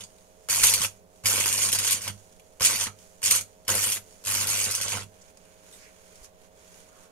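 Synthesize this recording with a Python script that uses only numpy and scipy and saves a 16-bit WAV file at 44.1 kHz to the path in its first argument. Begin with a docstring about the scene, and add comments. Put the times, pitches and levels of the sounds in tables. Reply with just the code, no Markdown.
"""Under a car, a two-port microphone hears the welder's fan drone and a last scrap of arc as stick welding begins.
Six more short runs on the exhaust pipe follow: ticks strike the arc, sparks spit in step with the mains.
During each run the current hums, low sputter grows with it, and molten drops crack; pipe and underbody ring.
In the pauses the hot seam sizzles and ticks; after the last run the moved gear rustles, rubs and ticks.
Noise, clicks and sine tones make the sources; random paths with metal resonances carry the arc to the microphone."""
import sys
import numpy as np
from scipy import signal
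from scipy.fft import rfft, irfft
from scipy.io import wavfile
from scipy.ndimage import uniform_filter1d

SR = 44100
rng = np.random.default_rng(int(sys.argv[2]) if len(sys.argv) > 2 else 0)


def log_audio(samples):
    """Write samples as a 16-bit WAV file to the path given in sys.argv[1]."""
    # one column per channel
    frames = np.atleast_2d(samples).T
    # limit to full scale, then quantise
    limited = np.clip(frames, -1, 1)
    pcm = np.round(limited * 32767).astype(np.int16)
    wavfile.write(sys.argv[1], SR, pcm)


N = 313551
T = np.arange(N) / SR  # seconds

# Steady tones of the welder's fan and transformer. Each row: frequency in Hz, relative level in dB.
FAN_TONES = [(81.7, -74), (99.9, -74.5), (178.3, -72.5), (199.8, -86), (284.6, -78), (531.7, -67),
             (631.6, -64), (731.5, -72)]
# Colour of the fan's rushing air. Each row: frequency in Hz, relative level in dB.
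FAN_AIR = [(12, 3), (42, -9), (62, -2.5), (130, -22), (180, -1.5), (215, -10), (330, -16), (440, -1.5),
           (510, -12), (600, -9.5), (700, -15), (880, -12), (1200, -21), (2500, -32.5)]
# Likeness of diffuse sound at the two ports. Each row: frequency in Hz, likeness from 0 to 1.
PORT_LIKENESS = [(30, 0), (100, 0.38), (500, 0.92), (1100, 0.41), (2000, 0.33), (5000, 0), (15000, 0)]
# Sizzle of the hot seam, one curve for each pause. Each row: time in seconds, relative level in dB.
SIZZLE = [
    [(0.1, -63.5), (0.368, -68.5), (0.46, -64)],
    [(0.97, -65), (1.05, -77), (1.15, -66), (1.22, -66)],
    [(2.2, -61.5), (2.392, -67), (2.58, -69)],
    [(2.96, -67.5), (3.016, -58.5), (3.2, -66)],
    [(3.5, -66), (3.63, -69), (3.65, -69)],
    [(4.06, -62), (4.066, -59.5), (4.22, -61.5)],
]
# Colour of the sizzle and rustle. Each row: frequency in Hz, relative level in dB.
SIZZLE_COLOUR = [(590, -5), (1000, 0.5), (1380, 4.5), (1510, 4), (1820, 4), (2390, 0), (2840, -1.5),
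                 (3780, 0), (4490, -0.5), (6950, 7), (7610, 4), (9470, 4), (12000, -2.5), (15500, -8)]
# Rustle as the gear is moved after the last run. Each row: time in seconds, relative level in dB.
RUSTLE = [(5.12, -67.5), (5.302, -62.5), (5.328, -70), (5.528, -64), (5.572, -67), (5.736, -57),
          (5.924, -64), (6.26, -59.5), (6.316, -75.5), (6.454, -63), (6.498, -73.5), (6.608, -62),
          (6.796, -59.5), (6.922, -67), (7.028, -60), (7.1, -71.5)]
# Soft rubs of the moved gear. Each row: start in seconds, length in seconds, centre in Hz, relative level in dB.
RUBS = [(5.21, 0.023, 6400, -53), (5.69, 0.12, 10000, -58), (5.758, 0.13, 5500, -58),
        (5.77, 0.16, 2070, -58), (6.224, 0.048, 6000, -52), (6.224, 0.042, 10200, -55),
        (6.72, .11, 9500, -66), (6.856, 0.29, 1210, -63)]
# Small ticks of the gear and the cooling seam. Each row: start in seconds, relative level in dB.
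TICKS = [(0.184, -47), (2.324, -47), (2.3965, -41), (2.988, -42), (3.6505, -45), (4.142, -50),
         (5.1407, -51), (5.2145, -62), (5.372, -40.5), (5.4521, -44), (5.664, -49), (5.7249, -46),
         (6.1345, -53), (6.156, -41), (6.2447, -38), (6.7236, -48), (6.743, -42), (6.8015, -45),
         (6.888, -47), (7.0534, -50)]
# Low pushes of air from big bursts and handling. Each row: start in seconds, relative level in dB, pitch in Hz.
THUMPS = [(0.62, -37, 60), (0.637, -33, 42), (0.805, -30, 140), (2.101, -34, 190), (2.611, -30, 150),
          (2.868, -32, 170), (3.307, -37.5, 140), (4.669, -37, 260), (4.99, -39, 140), (6.214, -43, 40)]
# Metal ringing under a knock. Each row: start in seconds, resonance in Hz, relative starting level in dB.
PINGS = [(2.608, 1240, -32.5), (2.868, 1300, -41.5), (5.727, 3730, -53), (5.727, 8016, -49)]
# Partials of the arc's hum. Each row: multiple of the mains frequency, relative level in dB.
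HUM_PARTIALS = [(1, -22), (2, -4.5), (3, -26.5), (4, -14.5), (6, -39)]
# Colour of a spark at the microphone. Each row: frequency in Hz, left and right relative level in dB.
SPARK_COLOUR = [(150, -23.5, -17), (296, -30, -28), (495, -23.5, -18.5), (803, -37, -29),
                (1326, -18, -15.5), (2420, -15.5, -15), (3800, -13, -13.5), (4050, -14, -15),
                (5200, -9.5, -10), (7170, -10, -7.5), (8420, -4.5, -2.5), (10000, -11, -9.5),
                (11640, -2.5, -8), (11900, -12.5, -17.5), (13250, -6.5, -8.5), (15200, -33.5, -25),
                (15440, -31.5, -20)]
# Resonances of the pipe, the underbody and the microphone ports.
# Each row: frequency in Hz, width in Hz, left and right relative lift in dB.
RESONANCES = [(529, 27, 9, 0.5), (748, 140, 4, 7), (922, 192, 14.5, 6.5), (1086, 44, -0.5, 10.5),
              (1316, 38, -8, 1.5), (1540, 49, -17, 7.5), (1846, 61, 1, -2.5), (2375, 460, 4, 7.5),
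              (2784, 105, 4.5, 3), (2980, 490, 0.5, 5), (3080, 210, 0, 2), (3344, 50, 4, 12.5),
              (4480, 810, 5.5, 6), (5530, 86, -3.5, 11), (5960, 36, 9, 7), (6000, 55, 1, 6.5),
              (6086, 60, -7, 10), (6240, 170, -3, 2), (6370, 120, 2.5, 8.5), (6702, 84, -3, 10.0),
              (6842, 138, -10, 12), (7300, 110, -5, 8), (7700, 46, 8, 4), (9100, 56, -2.5, 0.5),
              (8770, 110, 11, 2.5), (9100, 55, 10.5, 12.5), (9670, 310, 11.5, -4), (10500, 46, 8.5, -3),
              (10650, 150, 11, 1)]
# Strikes of the rod and bursts of large molten drops.
# Each row: start in seconds, relative level in dB, relative weight of the low body in dB, decay in seconds.
POPS = [(0.487, -21.5, -4.5, .002), (0.4975, -18, -17, 0.0028), (.509, -18, -27, 0.00053),
        (0.561, -17.5, -18.5, 0.00088), (0.634, -5, -15, 0.0015), (.6385, -1.5, -18, 0.0024),
        (0.6696, -5, -16.5, 0.001), (0.6958, -9.5, -39, 0.001), (0.738, -4, -47, 0.0023),
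        (0.8066, -19, -23, 0.002), (0.8167, -13, -25, 0.0025), (0.847, -22, -2.5, 0.0038),
        (1.2375, -42, 1.5, 0.00098), (1.246, -26, -10, 0.0042), (1.2567, -10, -13.5, 0.004),
        (1.27, -13, -17, 0.0039), (1.3595, -14, -25.5, 0.00073), (1.402, -13.5, -27, .002),
        (1.4589, -11.5, -11, 0.0022), (1.4874, -14.5, -21, 0.0022), (1.5271, -10.5, -26, 0.0025),
        (1.59, -21, -7, 0.0022), (1.621, -13, -22, 0.0024), (1.634, -19, -24, .002),
        (1.65, -13.5, -22, 0.0016), (1.688, -14, -16, 0.0024), (1.719, -13, -29, .002),
        (1.728, -6.5, -43, 0.0045), (1.749, -11, -15.5, 0.0047), (1.7875, -10, -34, 0.0038),
        (1.8477, -12.5, -17, 0.006), (1.8752, -10, -16, 0.0065), (1.909, -8, -40, 0.0018),
        (1.921, -9.5, -37, 0.0015), (1.9284, -9.5, -30, 0.0029), (2.0182, -21.5, -31, 0.0027),
        (2.068, -31, -15, .002), (2.0779, -18, -7, 0.0028), (2.598, -29.5, -4.5, 0.0055),
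        (2.6077, -17.5, -4.5, 0.0057), (2.649, -8.5, -23, 0.0017), (2.6554, -13, -21, 0.0026),
        (2.7086, -15, -19, .002), (2.868, -30, 4.5, 0.0036), (3.2182, -30.5, -5, 0.0032),
        (3.237, -18, -31, 0.0018), (3.259, -10.5, -23, 0.0037), (3.3077, -11, -45.5, 0.0023),
        (3.3104, -3.5, -28, .0012), (3.3583, -9, -44, 0.0047), (3.4104, -19.5, -22, 0.0013),
        (3.668, -52, 7, .003), (3.6765, -36, -3, 0.0018), (3.6799, -14.5, -12, 0.0024),
        (3.691, -17, -3, 0.0013), (3.752, -13, -31, 0.0012), (3.8185, -16, -34, 0.0016),
        (3.83, -20, -7, 0.0018), (3.8396, -13, -28, 0.0024), (3.8794, -27, -7, 0.0011),
        (3.9207, -12.5, -26, 0.0018), (3.9696, -24.5, -6, 0.0024), (4.2395, -33, -9, 0.0027),
        (4.25, -24, -20, 0.0024), (4.26, -20.5, -13, .002), (4.2714, -19, -5.5, 0.00095),
        (4.35, -16.5, -7, 0.0025), (4.411, -18, -9.5, 0.0027), (4.471, -12.5, -27, .0015),
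        (4.711, -13.5, -29, 0.0037), (4.751, -12, -46, 0.0013), (4.8127, -14.5, -38, 0.0017),
        (4.9204, -23.5, -1.5, .002), (5.032, -34, -19, .002)]
# Runs of the arc, one curve each, from strike to break.
# Each row: time in seconds, relative crackle level in dB, relative level of the current's hum in dB.
RUNS = sorted( [ [(0.0, -41.5, -50.5), (0.026, -51, -64), (0.04, -43, -69)], ] + [ [(0.49, -39, -59),
        (0.5, -24.5, -48.5), (0.606, -27.5, -48), (0.646, -19.5, -44.5), (0.798, -33, -46),
        (0.852, -23, -42.5), (0.86, -38, -54)], [(2.607, -34.5, -40), (2.657, -16.5, -62),
        (2.679, -25.5, -44), (2.791, -29.5, -50.5), (2.821, -26.5, -46), (2.853, -34, -52),
        (2.88, -56, -43.5)], [(3.229, -31, -46), (3.241, -23.5, -61), (3.303, -27, -43),
        (3.309, -20.5, -45.5), (3.383, -28.5, -50), (3.399, -52, -47.5), (3.415, -47, -51)],
        [(3.68, -34, -43), (3.704, -27, -37), (3.72, -31.5, -37.5), (3.848, -28.5, -52), (3.876, -31, -44),
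        (3.93, -28.5, -78), (3.98, -58, -49.5)], ] + [ [(1.238, -53, -42), (1.253, -40, -37.5),
        (1.257, -24, -40), (1.342, -26.5, -41.5), (1.558, -28.5, -46), (1.618, -24.5, -45.5),
        (1.716, -35.5, -46), (1.752, -27, -46), (1.766, -37, -39.5), (1.84, -27.5, -50),
        (1.928, -27.5, -47.5), (1.996, -54, -51), (2.036, -34.5, -58), (2.088, -41, -41),
        (2.105, -45, -37)], [(4.26, -46, -49), (4.276, -29.5, -45), (4.41, -29, -43), (4.465, -35, -43),
        (4.49, -26, -45.5), (4.534, -28.5, -44), (4.654, -27, -46.5), (4.678, -34, -42), (4.76, -30, -59),
        (4.808, -40, -47), (4.822, -27.5, -63), (4.866, -37.5, -43.5), (4.898, -30, -51),
        (4.954, -34.5, -38.5), (5.035, -76, -45)], ])
# Tone of each run, in order. Each row: low sputter in relative dB, top octave in relative dB at the strike.
RUN_TONE = [(6.5, -8), (4.5, 0), (3, 1.5), (5.5, -2), (3, -4), (6, 5), (4, 1.5)]

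MAINS_HZ = 49.963
HISS_REF_DB, MIDDLE_SHARE = -61.5, 0.67  # away from this level the hiss's middle moves less than its treble
FIRST_CRACK_DB = -8.5  # first crack of a burst against the cluster behind it
SPUTTER_SHARE = 0.7  # how far the low sputter follows the current rather than the crackle
TOP_FALL_DB_PER_S = 13  # fall of the crackle's top octave during each run
EDGE_HZ = 15700  # upper band limit


def amp(db):
    """Decibels to gain."""
    return 10 ** (np.asarray(db) / 20)


def unit(x):
    """Scales to rms 1."""
    return x / np.sqrt(np.mean(x ** 2) + 1e-20)


def read(points, hz, axis=1):
    """One column of a spectrum table, joined on a log-frequency axis."""
    table = np.transpose(points)
    return np.interp(np.log(hz + 1), np.log(table[0] + 1), table[axis])


def follow(tables, axis):
    """Gain curve of one dB column, silent outside its tables."""
    gain = 0
    for rows in tables:
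        columns = np.transpose(rows)
        gain = gain + np.interp(T, columns[0], amp(columns[axis]), left=0, right=0)
    return gain


def add(mix, s, sound):
    """Lays a sound into the mix at s seconds."""
    part = mix[max(round(s * SR), 0):][:len(sound)]
    part += sound[:len(part)]


def band(x, hz, kind, order=2):
    """Low-pass, high-pass or band-pass."""
    return signal.sosfilt(signal.butter(order, hz, kind, fs=SR, output="sos"), x)


def slow_noise(hz):
    """Random wavering slower than hz, rms 1."""
    return unit(band(rng.standard_normal(N), hz, "low"))


def noise_pair(size):
    """Spectra of diffuse noise at the two ports: most alike near 500 Hz, unrelated in the high treble."""
    a, b = rfft(rng.standard_normal((2, size)))
    hz = np.fft.rfftfreq(size, 1 / SR)
    same = np.clip(read(PORT_LIKENESS, hz), 0, 1)
    return hz, np.array([a, same * a + np.sqrt(1 - same ** 2) * b])


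def balance(left_db, right_db):
    """Gains of the left and right port."""
    return amp([[left_db], [right_db]])


def from_right(x, left_db, right_db):
    """A source on the right reaches the left port later and weaker."""
    later_left = np.roll(x[0], 14)  # samples
    return np.array([amp(left_db) * later_left, amp(right_db) * x[1]])


def ringing_db(hz):
    """Lift of the resonances in each channel, a bell around each frequency."""
    lift = 0
    for f, width, left, right in RESONANCES:
        lift = lift + np.array([[left], [right]]) / (1 + (2 * (hz - f) / width) ** 2)
    return lift


def spark_path(near_db, shop_db, near_t60, shop_t60=0.18, ring_share=0.99):
    """Response from one spot of the seam to the microphone: direct sound, close metal panels, the workshop."""
    size = 2 ** 14
    t = np.arange(size) / SR
    path = np.zeros((2, size))
    path[0, 0] = path[1, 3] = 1  # direct sound, three samples later at the right port
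    for db, t60 in ((near_db, near_t60), (shop_db, shop_t60)):
        hz, z = noise_pair(size)
        path += amp(db) * unit(irfft(z) * amp(-60 * t / t60)) / np.sqrt(size)
    path = rfft(path)
    # the reflections smear each spark in time and leave its broad colour unchanged
    power = uniform_filter1d(uniform_filter1d(abs(path) ** 2, size=36), size=36)
    smear_db = 10 * np.log10(power)
    spark_db = np.array([read(SPARK_COLOUR, hz, axis=1), read(SPARK_COLOUR, hz, axis=2)])
    colour_db = spark_db + ring_share * ringing_db(hz)
    log_gain = np.log(amp(colour_db - smear_db))
    # minimum phase: the colouring rings only after the spark
    mirrored = np.hstack([log_gain, log_gain[:, -2:0:-1]])
    causal = np.exp(signal.hilbert(mirrored).conj())[:, :len(hz)]
    response = band(irfft(path * causal), 220, "high")
    return response / np.linalg.norm(response.mean(0))


def underbody(x, near_db, shop_db, near_t60, count=3, size=441):
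    """The source hops between spots of the weld pool in steps of size samples, each with its own reflections."""
    spot = rng.integers(0, count, N)[np.arange(N) // size]
    out = 0
    for k in range(count):
        path = spark_path(near_db, shop_db, near_t60)
        out = out + signal.oaconvolve((x * (spot == k))[None], path, axes=1)[:, :N]
    return out


def grains(per_s, spread_db):
    """Single clicks at random moments, a few much larger than the rest; rms 1."""
    sizes = amp(spread_db * np.minimum(rng.exponential(1, N), 3)) * rng.choice([-1, 1], N)
    return unit(sizes * (rng.random(N) < per_s / SR))


def burst(decay, size=1500):
    """A sharp first crack and a tight cluster of smaller ones that dies within milliseconds; energy 1."""
    fade = np.exp(-np.arange(size) / SR / decay)
    cracks = rng.standard_normal(size) * rng.exponential(1, size) * fade
    cracks = cracks / np.linalg.norm(cracks)
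    cracks[0] = amp(FIRST_CRACK_DB)
    return cracks / np.linalg.norm(cracks)


def with_body(x, body, body_db=15.5, split_hz=1500):
    """Weights the low part of a crackle: heavy drops sputter, light ones fizz."""
    low = band(band(x, split_hz, "low", order=1), split_hz, "low", order=1)
    high = band(band(x, split_hz, "high", order=1), split_hz, "high", order=1)
    return amp(body_db) * body * low - high  # opposite sign keeps the two in step at the split


def tinted(x, patch_db=3.0, size=256, time_count=4, band_count=6):
    """Bands of the crackle swell and sink at random, in patches a few frames long and a few bins wide."""
    z = signal.stft(x, nperseg=size)[2]
    patches = uniform_filter1d(rng.standard_normal(z.shape), size=band_count, axis=0)
    patches = unit(uniform_filter1d(patches, size=time_count, axis=1))
    return signal.istft(z * amp(patch_db * patches), nperseg=size)[1][:N]


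def microphone_hiss(db=-75.0):
    """Even self-noise of the two ports."""
    return amp(db) * rng.standard_normal((2, N))


def fan(air_db=-58.5, tones_db=0.3, waver=0.09, left_db=-3.5, right_db=2):
    """The welder's fan on the right: rushing air and gently wavering tones."""
    hz, z = noise_pair(N)
    air = amp(air_db) * unit(irfft(z * amp(read(FAN_AIR, hz)), N))
    tones = 0
    for f, db in FAN_TONES:
        tone = np.sin(2 * np.pi * (f * T + rng.random()))
        tones = tones + amp(db) * tone * (1 + waver * slow_noise(11.0))
    return from_right(air + amp(tones_db) * np.sqrt(2) * tones, left_db, right_db)


def hiss_level_db():
    """Level of sizzle, then rustle, joined straight across the runs."""
    return np.interp(T, *np.vstack(SIZZLE + [RUSTLE]).T)


def sizzle(treble_db=0, seam_middle_db=-6, gear_middle_db=-2.5, grain_db=1.5, ring_share=0.59,
           direct_share=0.075, left_db=-3, right_db=2):
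    """Fine, grainy hiss of the hot seam and the handled gear; it brightens as it swells."""
    hz, z = noise_pair(N)
    z = direct_share * z[0] + (1 - direct_share) * z  # a small share is common to both ports
    hiss = irfft(z * amp(read(SIZZLE_COLOUR, hz) + ring_share * ringing_db(hz)), N)
    hiss = hiss / hiss.std(1, keepdims=True) * amp(grain_db * slow_noise(260))
    level_db = hiss_level_db()
    middle_db = HISS_REF_DB + MIDDLE_SHARE * (level_db - HISS_REF_DB)
    middle_db = middle_db + np.where(T < RUSTLE[0][0], seam_middle_db, gear_middle_db)
    out = 0
    for kind, db in (("high", level_db + treble_db), ("low", middle_db)):
        out = out + amp(db) * np.sqrt(2) * unit(band(hiss, 4000, kind, order=3))
    return from_right(out, left_db, right_db)


def crinkle(ticks_per_s=45, spread_db=6.0, level_db=-8):
    """Tiny ticks of the cooling slag and the handled gear, rising and falling with their hiss."""
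    tiny = band(grains(ticks_per_s, spread_db), 8000, "low", order=1)
    return amp(level_db + hiss_level_db()) * tiny


def ticks(level_db=15, decay=0.00092, bright_hz=7500):
    """Small, sharp ticks between the runs, each a very short burst."""
    out = np.zeros(N)
    for s, db in TICKS:
        add(out, s, amp(db + level_db) * burst(decay))
    return band(out, bright_hz, "low", order=1)


def rubs(spread=1.25, left_db=-2, right_db=2):
    """Swells of friction noise, each around one resonance."""
    out = 0
    for s, length, hz, db in RUBS:
        swell = np.sin(np.pi * np.clip((T - s) / length, 0, 1))
        friction = band(rng.standard_normal((2, N)), [hz / spread, hz * spread], "band")
        out = out + amp(db) * swell * unit(friction)
    return out * balance(left_db, right_db)


def thump(damping=1.8, left_db=-2, right_db=2):
    """Each push swings the air once or twice."""
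    out = np.zeros(N)
    for s, db, hz in THUMPS:
        cycles = hz * T[:SR // 8]
        add(out, s, amp(db) * np.sin(2 * np.pi * cycles) * np.exp(-damping * cycles))
    return out * balance(left_db, right_db)


def pings(t60=0.16, width_share=0.046, left_db=-2, right_db=2):
    """A knock sets one resonance of the metal ringing briefly: narrow noise that dies away."""
    out = np.zeros((2, N))
    t = T[:SR // 4]
    for s, hz, db in PINGS:
        edges_hz = [hz * (1 - width_share), hz * (1 + width_share)]
        ring = unit(band(rng.standard_normal((2, len(t))), edges_hz, "band"))
        for channel, sound in zip(out, ring * amp(db - 60 * t / t60)):
            add(channel, s, sound)
    return out * balance(left_db, right_db)


def hum(level_db=3, left_db=-5.5, right_db=2, fall_db_per_s=220, waver=0.11,
        rumble_db=-11.5, rumble_hz=250, lump_db=3.5):
    """The welding current shakes the transformer; the workshop holds the hum a moment after the arc breaks."""
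    fall_db = fall_db_per_s * T
    load_db = 20 * np.log10(follow(RUNS, axis=2) + 1e-6)
    held_db = np.maximum.accumulate(load_db + fall_db) - fall_db  # rises at once, falls at a set rate
    load = band(amp(held_db), 69.5, "low")
    phase = 2 * np.pi * MAINS_HZ * T - np.pi / 8
    tones = 0
    for k, db in HUM_PARTIALS:
        tones = tones + amp(db) * np.cos(round(k) * phase) * (1 + waver * slow_noise(21))
    rumble = band(irfft(noise_pair(N)[1], N), rumble_hz, "low", order=6)
    rumble = unit(band(rumble, 34, "high", order=1))
    rumble = unit(rumble * amp(lump_db * slow_noise(30)))  # the arc puffs unevenly
    return amp(level_db) * balance(left_db, right_db) * load * (np.sqrt(2) * tones + amp(rumble_db) * rumble)


def spatter(snaps_per_s=110, spread_db=2.0, level_db=-11.0, body_db=-22):
    """Beads of metal snap off the burning arc, one by one."""
    snaps = grains(snaps_per_s, spread_db) * follow(RUNS, axis=1)
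    return amp(level_db) * with_body(snaps, amp(body_db))


def pops(level_db=11, flare_db=-9, flare_decay=0.007, body_db=6, sheen_db=0):
    """Strikes and bursting drops, each with a bright crack and a short flare of the arc."""
    out = np.zeros(N)
    for s, db, weight_db, decay in POPS:
        pop = burst(decay) + amp(flare_db) * burst(flare_decay)
        add(out, s, amp(db + level_db) * with_body(pop, amp(weight_db + body_db)))
    return band(out, 12500, "low", order=3) + amp(sheen_db) * band(out, 14000, "high", order=3)


def arc_tone():
    """Gains of the low sputter, which grows with the current, and of the top octave, which falls during each run."""
    strikes = np.array([run[0][0] for run in RUNS])
    run = np.maximum(np.searchsorted(strikes, T, "right") - 1, 0)
    sputter_db, top_db = np.array(RUN_TONE)[run].T
    current_over_crackle = (follow(RUNS, axis=2) + 1e-9) / (follow(RUNS, axis=1) + 1e-9)
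    sputter = amp(sputter_db) * current_over_crackle ** SPUTTER_SHARE
    return sputter, amp(top_db - TOP_FALL_DB_PER_S * (T - strikes[run]))


def arc(sparks_per_s=3500, spread_db=3.0, cycle_db=0.65, fizz_db=-7, level_db=-1.56):
    """Sparks of very unequal size, strongest once in each half wave of the mains."""
    half_waves = 2 * MAINS_HZ * T + .15
    throb_db = 7 * np.cos(2 * np.pi * half_waves)
    sparks = grains(sparks_per_s, spread_db) + amp(fizz_db) * rng.standard_normal(N)
    # no two half waves burn alike
    vigour_db = cycle_db * rng.standard_normal(N)[np.round(half_waves).astype(int)]
    # bands of the crackle swell and sink at random, in short patches and then longer, narrower ones
    sparks = tinted(sparks, patch_db=2.5)
    sparks = tinted(sparks, patch_db=2.0, size=512, time_count=6, band_count=3)
    sparks = sparks * amp(throb_db + vigour_db)
    sparks = sparks / np.sqrt(uniform_filter1d(sparks ** 2, size=1764))  # even level over 40 ms
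    # the top octave has its own gain
    sputter, top = arc_tone()
    sparks = band(sparks, 10150, "low", order=3) + top * band(sparks, 9400, "high", order=3)
    return amp(level_db) * with_body(sparks * follow(RUNS, axis=1), sputter)


def scene():
    """The arc and its bursting drops, each with their own reflections under the car, over the quiet workshop."""
    background = fan() + microphone_hiss()
    small_ticks = underbody(ticks() + crinkle(), near_db=8, shop_db=-3.5, near_t60=0.038, count=2)
    gear = small_ticks + sizzle() + rubs()
    snaps = underbody(spatter(), near_db=2.0, shop_db=-9.5, near_t60=0.036, count=1)
    cracks = underbody(pops(), near_db=2.5, shop_db=-5.5, near_t60=0.05, count=2)
    crackle = underbody(arc(), near_db=2.0, shop_db=-7.0, near_t60=0.066)
    return background + gear + thump() + pings() + hum() + snaps + cracks + crackle


def record(dry):
    """The loudest cracks flatten softly towards a ceiling; then the band limit."""
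    ceiling = .75  # of full scale
    limited = dry / (1 + (dry / ceiling) ** 4) ** (1 / 4)
    lowpass = signal.firwin(301, EDGE_HZ, window=("kaiser", 8), fs=SR)
    return signal.oaconvolve(limited, lowpass[None], "same")


dry = scene()
out = record(dry)
log_audio(out)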